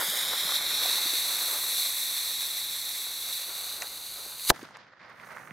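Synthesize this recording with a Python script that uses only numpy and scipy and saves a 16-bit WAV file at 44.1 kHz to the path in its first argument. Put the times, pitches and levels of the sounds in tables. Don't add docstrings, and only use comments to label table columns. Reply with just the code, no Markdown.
import sys
import numpy as np
from scipy import signal
from scipy.fft import rfft, irfft, next_fast_len
from scipy.io import wavfile
from scipy.ndimage import uniform_filter1d

SR = 44100
rng = np.random.default_rng(int(sys.argv[2]) if len(sys.argv) > 2 else 0)


def level_to_linear(level):
    exponent = np.asarray(level, float) / 20
    return 10 ** exponent


def dump_mix(stems):
    frames = np.atleast_2d(stems).T
    limited = np.clip(frames, -1, 1)
    pcm = np.round(limited * 32767).astype(np.int16)
    wavfile.write(sys.argv[1], SR, pcm)


N = 243431
TIME = np.arange(N) / SR

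# (time [s], jet level [dB], extra brightness [dB])
FUSE = [(0.0, -35, 2), (0.33, -32, -4), (0.5, -31, -3.5), (0.568, -27.5, -6), (0.592, -35.5, -2.5),
        (0.77, -29.5, -5.5), (1.1, -31, -2.5), (1.69, -35, 1.5), (1.8, -29, -1.5), (1.92, -35.5, 1.5),
        (2.4, -35, -1.5), (3.15, -38.5, -0.3), (3.35, -38, -1), (3.46, -41, -0.7), (3.71, -39, -1.4),
        (3.93, -43.5, -.4), (4.05, -42, -1), (4.38, -44, 0)]
# (time [s], spacing [Hz])
MIRROR = [(0, 1634), (.3, 1765), (.65, 1880), (1.0, 1965), (1.5, 1965), (2.6, 1926), (3.3, 1960),
          (3.75, 2055), (4.52, 2090)]
# (frequency [Hz], level [dB])
HISS = [(150, -13), (500, -18), (1200, -0.5), (2300, 0.5), (3000, -3.5), (4800, -5.5), (6500, -0.5),
        (9000, 1), (12000, 4), (14000, -1.5), (16500, -11)]
# (frequency [Hz], level [dB])
WIDTH = [(150, -8.5), (1200, -14), (2300, -22), (4000, -14.5), (5500, -13), (8500, -17), (11000, -18.5),
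         (13500, -10), (16000, -19.5)]
# (frequency [Hz], width [Hz], level [dB])
JET = [
    (3830, 1890, 8),
    (3733, 1680, 10.5),
]
# (frequency [Hz], share mirrored above it [0-1])
MIRROR_DULL = (6200, .36)
# (start [s], top [s], gain control shuts [s], rise [dB], treble lead [dB], body lead [dB])
FLARE = (4.44, 4.500, 4.5068, 21.5, -3.5, 4)
FLARE_S, FLARE_TOP_S, SHUT_S, FLARE_RISE_DB, TREBLE_LEAD_DB, BODY_LEAD_DB = FLARE
STONE_HZ = 1110
CATCH_S, CATCH_DB, CATCH_TREBLE_DB = 4.39, 3.2, 2.2


def burning():
    fire = rng.standard_normal(N) + 0.44 * grains(per_s=1500, spread_db=3.5)
    side = colour(rng.standard_normal(N), WIDTH)
    fire = fire + level_to_linear(-15) * side * [[1], [-1]]
    sputter_db = 0.62 * drift(5.9) + 0.58 * drift(44)
    return colour(fire, HISS) * level_to_linear(sputter_db)


def mirrored(fire):
    spacing_hz, = in_time(MIRROR)
    dull_hz, kept = MIRROR_DULL
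    image = kept * fire + (1 - kept) * band(fire, 100, dull_hz)
    image = signal.sosfilt(signal.butter(2, STONE_HZ, "high", fs=SR, output="sos"), image)
    late = TIME - 1 / spacing_hz
    share = .74 - .17 * np.maximum(TIME - 3.3, 0)
    return fire + share * np.array([np.interp(late, TIME, side) for side in image])


def fuse():
    jet_db, bright_db = in_time(FUSE)
    slow_db = uniform_filter1d(jet_db, int(0.39 * SR), mode="nearest")
    near = np.exp(-TIME / 0.32)
    body_db = slow_db + 0.22 * (jet_db - slow_db) - 13 - 0.32 * TIME + 8 * near
    treble_db = jet_db + bright_db + CATCH_TREBLE_DB * np.clip((TIME - CATCH_S) / 0.092, 0, 1)
    caught = np.clip((TIME - CATCH_S) / 0.0067, 0, 1)
    climb = np.clip((TIME - FLARE_S) / (FLARE_TOP_S - FLARE_S), 0, 1) ** 2.5
    cut_db = -np.clip((TIME - FLARE_TOP_S) * 900, 0, None) - np.clip((TIME - SHUT_S) * 9000, 0, 90)
    fire = mirrored(burning())
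    jet = []
    for side, (hz, width_hz, ring_db) in zip(fire, JET):
        ring = resonate(resonate(side, hz, width_hz), hz, width_hz)
        jet.append(side + level_to_linear(ring_db) * ring)
    body = level_to_linear(body_db + 1.0 + BODY_LEAD_DB * climb) * rms_one(band(fire, 120, 3000))
    middle = level_to_linear(jet_db + 0.18) * rms_one(band(np.array(jet), 2810, 6400))
    treble = level_to_linear(treble_db + 1.0 + TREBLE_LEAD_DB * climb) * rms_one(band(fire, 6270, 21000))
    flare = level_to_linear(CATCH_DB * caught + FLARE_RISE_DB * climb + cut_db)
    return (body + middle + treble) * flare * pan(.2)[:, None]


# (time [s], peak level [dB], length [s], sign [+-1], left over right [dB])
BLAST = [
    (4.5008, -13, .0027, -1, 2),
    (4.5016, -13, .0007, -1, -1),
    (4.5026, -9, .0007, -1, -9),
    (4.5039, -8.5, .0008, -1, 5),
    (4.5046, -9, .00068, -1, 0),
    (4.5059, -5.5, .0009, 1, -.5),
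    (4.4950, -30, .024, 1, -2),
]
# (dull level [dB], dull t60 [s], bright level [dB], bright t60 [s])
BLAST_TAIL = (-21.5, .078, -18, .026)
# (frequency [Hz], level [dB])
TAIL = [(120, -12), (350, 8), (700, 10.5), (1500, -10), (2300, -24), (4000, -43)]
# (frequency [Hz], level [dB])
TAIL_BRIGHT = [(2000, -2), (3300, 0), (6200, 0), (8000, -5), (11000, -3), (15800, -8)]


def blast():
    out = np.zeros((2, N))
    for s, peak_db, length_s, sign, pan_db in BLAST:
        front = sign * np.sin(np.linspace(0, 2 * np.pi, int(length_s * SR)))
        add(out, s, level_to_linear(peak_db) * pan(pan_db)[:, None] * front)
    dull_db, dull_t60, bright_db, bright_t60 = BLAST_TAIL
    age = np.maximum(TIME - BLAST[0][0], 0)
    dull = level_to_linear(dull_db - 60 * age / dull_t60) * colour(wide(hush, alike=0.43), TAIL)
    bright = level_to_linear(bright_db - 60 * age / bright_t60) * colour(wide(hush, alike=0.37), TAIL_BRIGHT)
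    return out + (dull + bright) * (age > 0)


# (time [s], peak level [dB], pitch [Hz], t60 [s], crack against peak [dB])
DEBRIS = [(4.5608, -34, 1500, .02, -8), (4.5925, -36, 1000, .03, -8), (4.6288, -33.5, 290, .008, -6),
          (4.688, -40, 1000, .015, -12), (4.7078, -42, 700, .02, -12), (4.7592, -31.5, 1700, .004, -30),
          (4.7695, -35.5, 1000, .02, -5), (4.789, -42, 1900, .008, -28), (4.868, -44, 1600, .008, -26),
          (5.013, -41, 1500, .03, -30), (5.036, -39, 1500, .02, -28), (5.199, -35, 1700, .025, -30),
          (5.289, -38, 1200, .02, -14), (5.289, -50, 12500, .012, -9), (5.3055, -34, 1200, .02, -24),
          (5.310, -36, 1500, .02, -24), (5.348, -37, 1600, .03, -20), (5.366, -34, 1000, .01, -24),
          (5.3708, -27.5, 1400, .006, -34), (5.383, -33, 1300, .012, -18), (5.4745, -36, 1700, .02, -30),
          (5.5085, -31, 1800, .015, -26), (5.509, -40, 170, .04, -30)]


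def debris(pan_db):
    out = np.zeros((2, N))
    for s, peak_db, hz, t60, crack_db in DEBRIS:
        add(out, s, knock(peak_db, hz, t60, crack_db) * pan(pan_db[int(s * SR)])[:, None])
    return out


# (time [s], level [dB], fade [dB/s])
ECHOES = [(4.53, -49.5, 83), (4.63, -53, 52), (4.76, -54, 118.5), (4.8, -58.5, 22), (5.03, -51, 27),
          (5.203, -52, 296), (5.23, -53.5, 7), (5.31, -49.5, 34), (5.377, -52, 132), (5.46, -66, 15),
          (5.52, -54, 90)]
# (frequency [Hz], level [dB])
FAR = [(180, -52), (300, -27), (525, -6), (721, -7.5), (1390, -2.5), (2120, -6), (2310, -12.5), (3000, -25),
       (3900, -64.5), (6600, -120)]
# (frequency [Hz], level [dB])
FAR_TREBLE = [(2400, -4), (3500, -0.5), (5000, -3.5), (7000, -18.5), (9000, -36.5), (12000, -65.5)]
# (frequency [Hz], level [dB])
FAR_RUMBLE = [(13, -76), (22, -39), (53, -19.5), (134, -1.5), (342, -7.5), (376, -8.5), (400, -8),
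              (520, -43), (880, -120)]
# (frequency [Hz], level [dB])
AIR_COLOUR = [(3530, -40), (6000, -0.5), (7440, -5), (10800, -3.5), (11900, -5.5), (15800, -11.5)]


def aftermath():
    age = TIME - FLARE_TOP_S
    level_db = swells(ECHOES, rise_db_per_s=320.5)
    pan_db = -0.7 - 5.2 * age
    treble_db = -6.5 - 15 * age + 4.5
    far = colour(wide(lambda: hush() + .6 * grains(per_s=1200, spread_db=3.5), alike=.8), FAR)
    treble = colour(wide(hush, alike=0.49), FAR_TREBLE)
    rumble = colour(wide(hush, alike=0.8), FAR_RUMBLE)
    air = colour(wide(hush, alike=0.71), AIR_COLOUR)
    lumps = level_to_linear(2.0 * drift(60))
    out = lumps * (far * level_to_linear(2.0) + treble * level_to_linear(treble_db)) * level_to_linear(level_db) * pan(pan_db)

    back_db = -69 - 62 * np.maximum(5.28 - TIME, 0)
    thud_db = -52.5 - 60 * age
    lows = np.hypot(level_to_linear(level_db - 13), level_to_linear(thud_db))
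    out = out + rumble * level_to_linear(2.0) * np.hypot(lows, level_to_linear(back_db + 3))

    back_db = back_db + 2.5 * drift(25)
    gated_db = back_db - 1.3 * np.maximum(-77 - back_db, 0)
    back = level_to_linear(gated_db) * np.clip((TIME - 5.0) / .05, 0, 1)
    for low_hz, high_hz in [(4000, 6500), (6500, 9000), (9000, 12000), (12000, 16500)]:
        fading = level_to_linear(-63 - 15 * high_hz / 1000 * np.maximum(TIME - 4.62, 0))
        sos = signal.butter(3, [low_hz, high_hz], "band", fs=SR, output="sos")
        out = out + signal.sosfilt(sos, air) * level_to_linear(4.5) * np.hypot(fading, back)
    after = np.clip((TIME - SHUT_S) / .04, 0, 1) ** 2
    return after * out + debris(pan_db)


# (time [s], level [dB], fade [dB/s])
STRIDES = [(.015, -34, 350), (.2, -52, 54), (.34, -41.5, 296), (.45, -42, 15), (.8, -41, 60),
           (.86, -46, 600), (1.3, -42, 80), (1.49, -41.5, 42), (2.24, -59, 6), (3.17, -54.5, 13),
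           (3.5, -47, 34), (3.83, -45, 124), (4.2, -51.5, 47)]
# (frequency [Hz], level [dB])
GRASS = [(150, -27), (300, -7), (520, -1), (1000, -0.5), (1500, 1), (2100, -15)]
# (frequency [Hz], level [dB])
RUMBLE = [(13, -38.5), (22, -5.5), (60, -0.5), (210, -2.5), (242, -5), (294, -5.5), (350, -5), (460, -26),
          (770, -120)]
# (time [s], peak level [dB], pitch [Hz],
# t60 [s])
KNOCKS = [(.012, -20.5, 1290, 0.026), (.024, -28.5, 590, 0.041), (.082, -43, 201, 0.039),
          (0.332, -23, 1180, 0.082), (.384, -29, 1800, .015), (0.448, -43, 204, 0.038),
          (.493, -25, 1110, 0.091), (0.522, -28, 1240, 0.022), (.856, -27.5, 720, 0.02),
          (.984, -31, 816, 0.015), (1.057, -39, 290, 0.069), (1.098, -65, 318, 0.045),
          (1.133, -36.5, 337, 0.049), (3.8213, -21.5, 2050, 0.034), (3.8214, -18, 5700, 0.015),
          (3.822, -32.5, 810, 0.071), (4.26, -43, 420, 0.061), (4.397, -31, 2800, 0.009),
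          (4.474, -60, 11000, .006), (4.5016, -0.5, 5760, 0.017), (4.5005, -6, 3320, 0.012)]


def lawn():
    walking = np.hypot(level_to_linear(-41.5 - 7.5 * TIME), level_to_linear(-53))
    strides = level_to_linear(swells(STRIDES, rise_db_per_s=147))
    rustle_db = 20 * np.log10(np.hypot(walking * level_to_linear(-0.5), strides)) - 1.5 + 1.5 * drift(14)
    rumble_db = -64.5 + 5 * np.exp(-((TIME - 0.68) / .5) ** 2) - .1 + 1.3 * drift(8)
    rustle = colour(wide(lambda: hush() + 0.44 * grains(per_s=400, spread_db=4.0), alike=0.86), GRASS)
    rumble = colour(wide(hush, alike=0.59), RUMBLE)
    out = (TIME < SHUT_S) * (rustle * level_to_linear(rustle_db) + rumble * level_to_linear(rumble_db))
    for s, peak_db, hz, t60 in KNOCKS:
        add(out, s, knock(peak_db, hz, t60, crack_db=-30.0) * np.ones((2, 1)))
    return out * pan(-1.2)[:, None]


def knock(peak_db, hz, t60, crack_db):
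    age = np.arange(3000) / SR
    rattle, scratch = rng.standard_normal((2, len(age)))
    blow = 14 * (age == 0) + rattle * level_to_linear(-60 * age / t60)
    body = resonate(resonate(blow, hz, .7 * hz), hz, 1.4 * hz)
    soft = signal.butter(3, min(1.5 * hz, 15000), fs=SR, output="sos")
    body = signal.sosfilt(soft, body)
    crack = resonate(resonate(scratch, 4500, 6000), 4500, 9000) * level_to_linear(crack_db - 60 * age / .015)
    return level_to_linear(peak_db) * (body / np.abs(body).max() + crack)


def hush():
    return rng.standard_normal(N)


def grains(per_s, spread_db):
    sizes = level_to_linear(spread_db * np.minimum(rng.exponential(1, N), 5)) * rng.choice([-1, 1], N)
    return rms_one(sizes * (rng.random(N) < per_s / SR))


def drift(rate):
    r = np.exp(-80 * np.pi * rate / SR)
    slow = signal.lfilter([1], [1, -2 * r, r * r], rng.standard_normal(N // 40 + 2002))[2000:]
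    return np.interp(np.arange(N) / 40, np.arange(len(slow)), rms_one(slow))


def swells(rows, rise_db_per_s):
    s, db, fade = np.transpose(rows)[:, :, None]
    age = TIME[::32] - s
    slope_db = np.where(age < 0, rise_db_per_s * age, -np.abs(fade) * age)
    power = level_to_linear(2 * (db + slope_db)).sum(axis=0)
    return np.interp(TIME, TIME[::32], 10 * np.log10(power + 1e-14))


def in_time(rows):
    s, *columns = np.transpose(rows)
    return [np.interp(TIME, s, c) for c in columns]


def colour(x, spectrum):
    hz, db = np.transpose(spectrum)
    size = next_fast_len(N)
    f = np.log(np.arange(1, size // 2 + 2) * SR / size)
    edges_hz = [hz[0] / 2, *hz, hz[-1] * 2]
    shape_db = np.interp(f, np.log(edges_hz), [db[0] - 30, *db, db[-1] - 30])
    return rms_one(irfft(rfft(x, size) * level_to_linear(shape_db), size)[..., :N])


def resonate(x, hz, width_hz):
    r = np.exp(-np.pi * width_hz / SR)
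    poles = [1, -2 * r * np.cos(2 * np.pi * hz / SR), r * r]
    return signal.lfilter(np.array([1, 0, -1]) * (1 - r * r) / 2, poles, x)


def band(x, low_hz, high_hz):
    return signal.sosfiltfilt(signal.butter(2, [low_hz, high_hz], "band", fs=SR, output="sos"), x)


def rms_one(x):
    return x / np.sqrt(np.mean(x ** 2) + 1e-20)


def wide(make, alike):
    alike = np.clip(alike, 0, 1)
    shared = np.sqrt((1 + alike) / 2) * make()
    return shared + np.sqrt((1 - alike) / 2) * make() * [[1], [-1]]


def pan(db):
    return level_to_linear(np.array([db / 2, -db / 2]))


def add(out, s, piece):
    i = int(s * SR)
    out[:, i:i + piece.shape[1]] += piece[:, :N - i]


def scene():
    return fuse() + blast() + aftermath() + lawn()


def band_limit(x):
    return signal.sosfilt(signal.butter(12, 16040, fs=SR, output="sos"), x)


def record(dry):
    cut = signal.ellip(8, .5, 60, 15750, fs=SR, output="sos")
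    rounded = 0.82 * np.tanh(dry / 0.81)
    return band_limit(signal.sosfilt(cut, rounded))


dry = scene()
out = record(dry)
dump_mix(out)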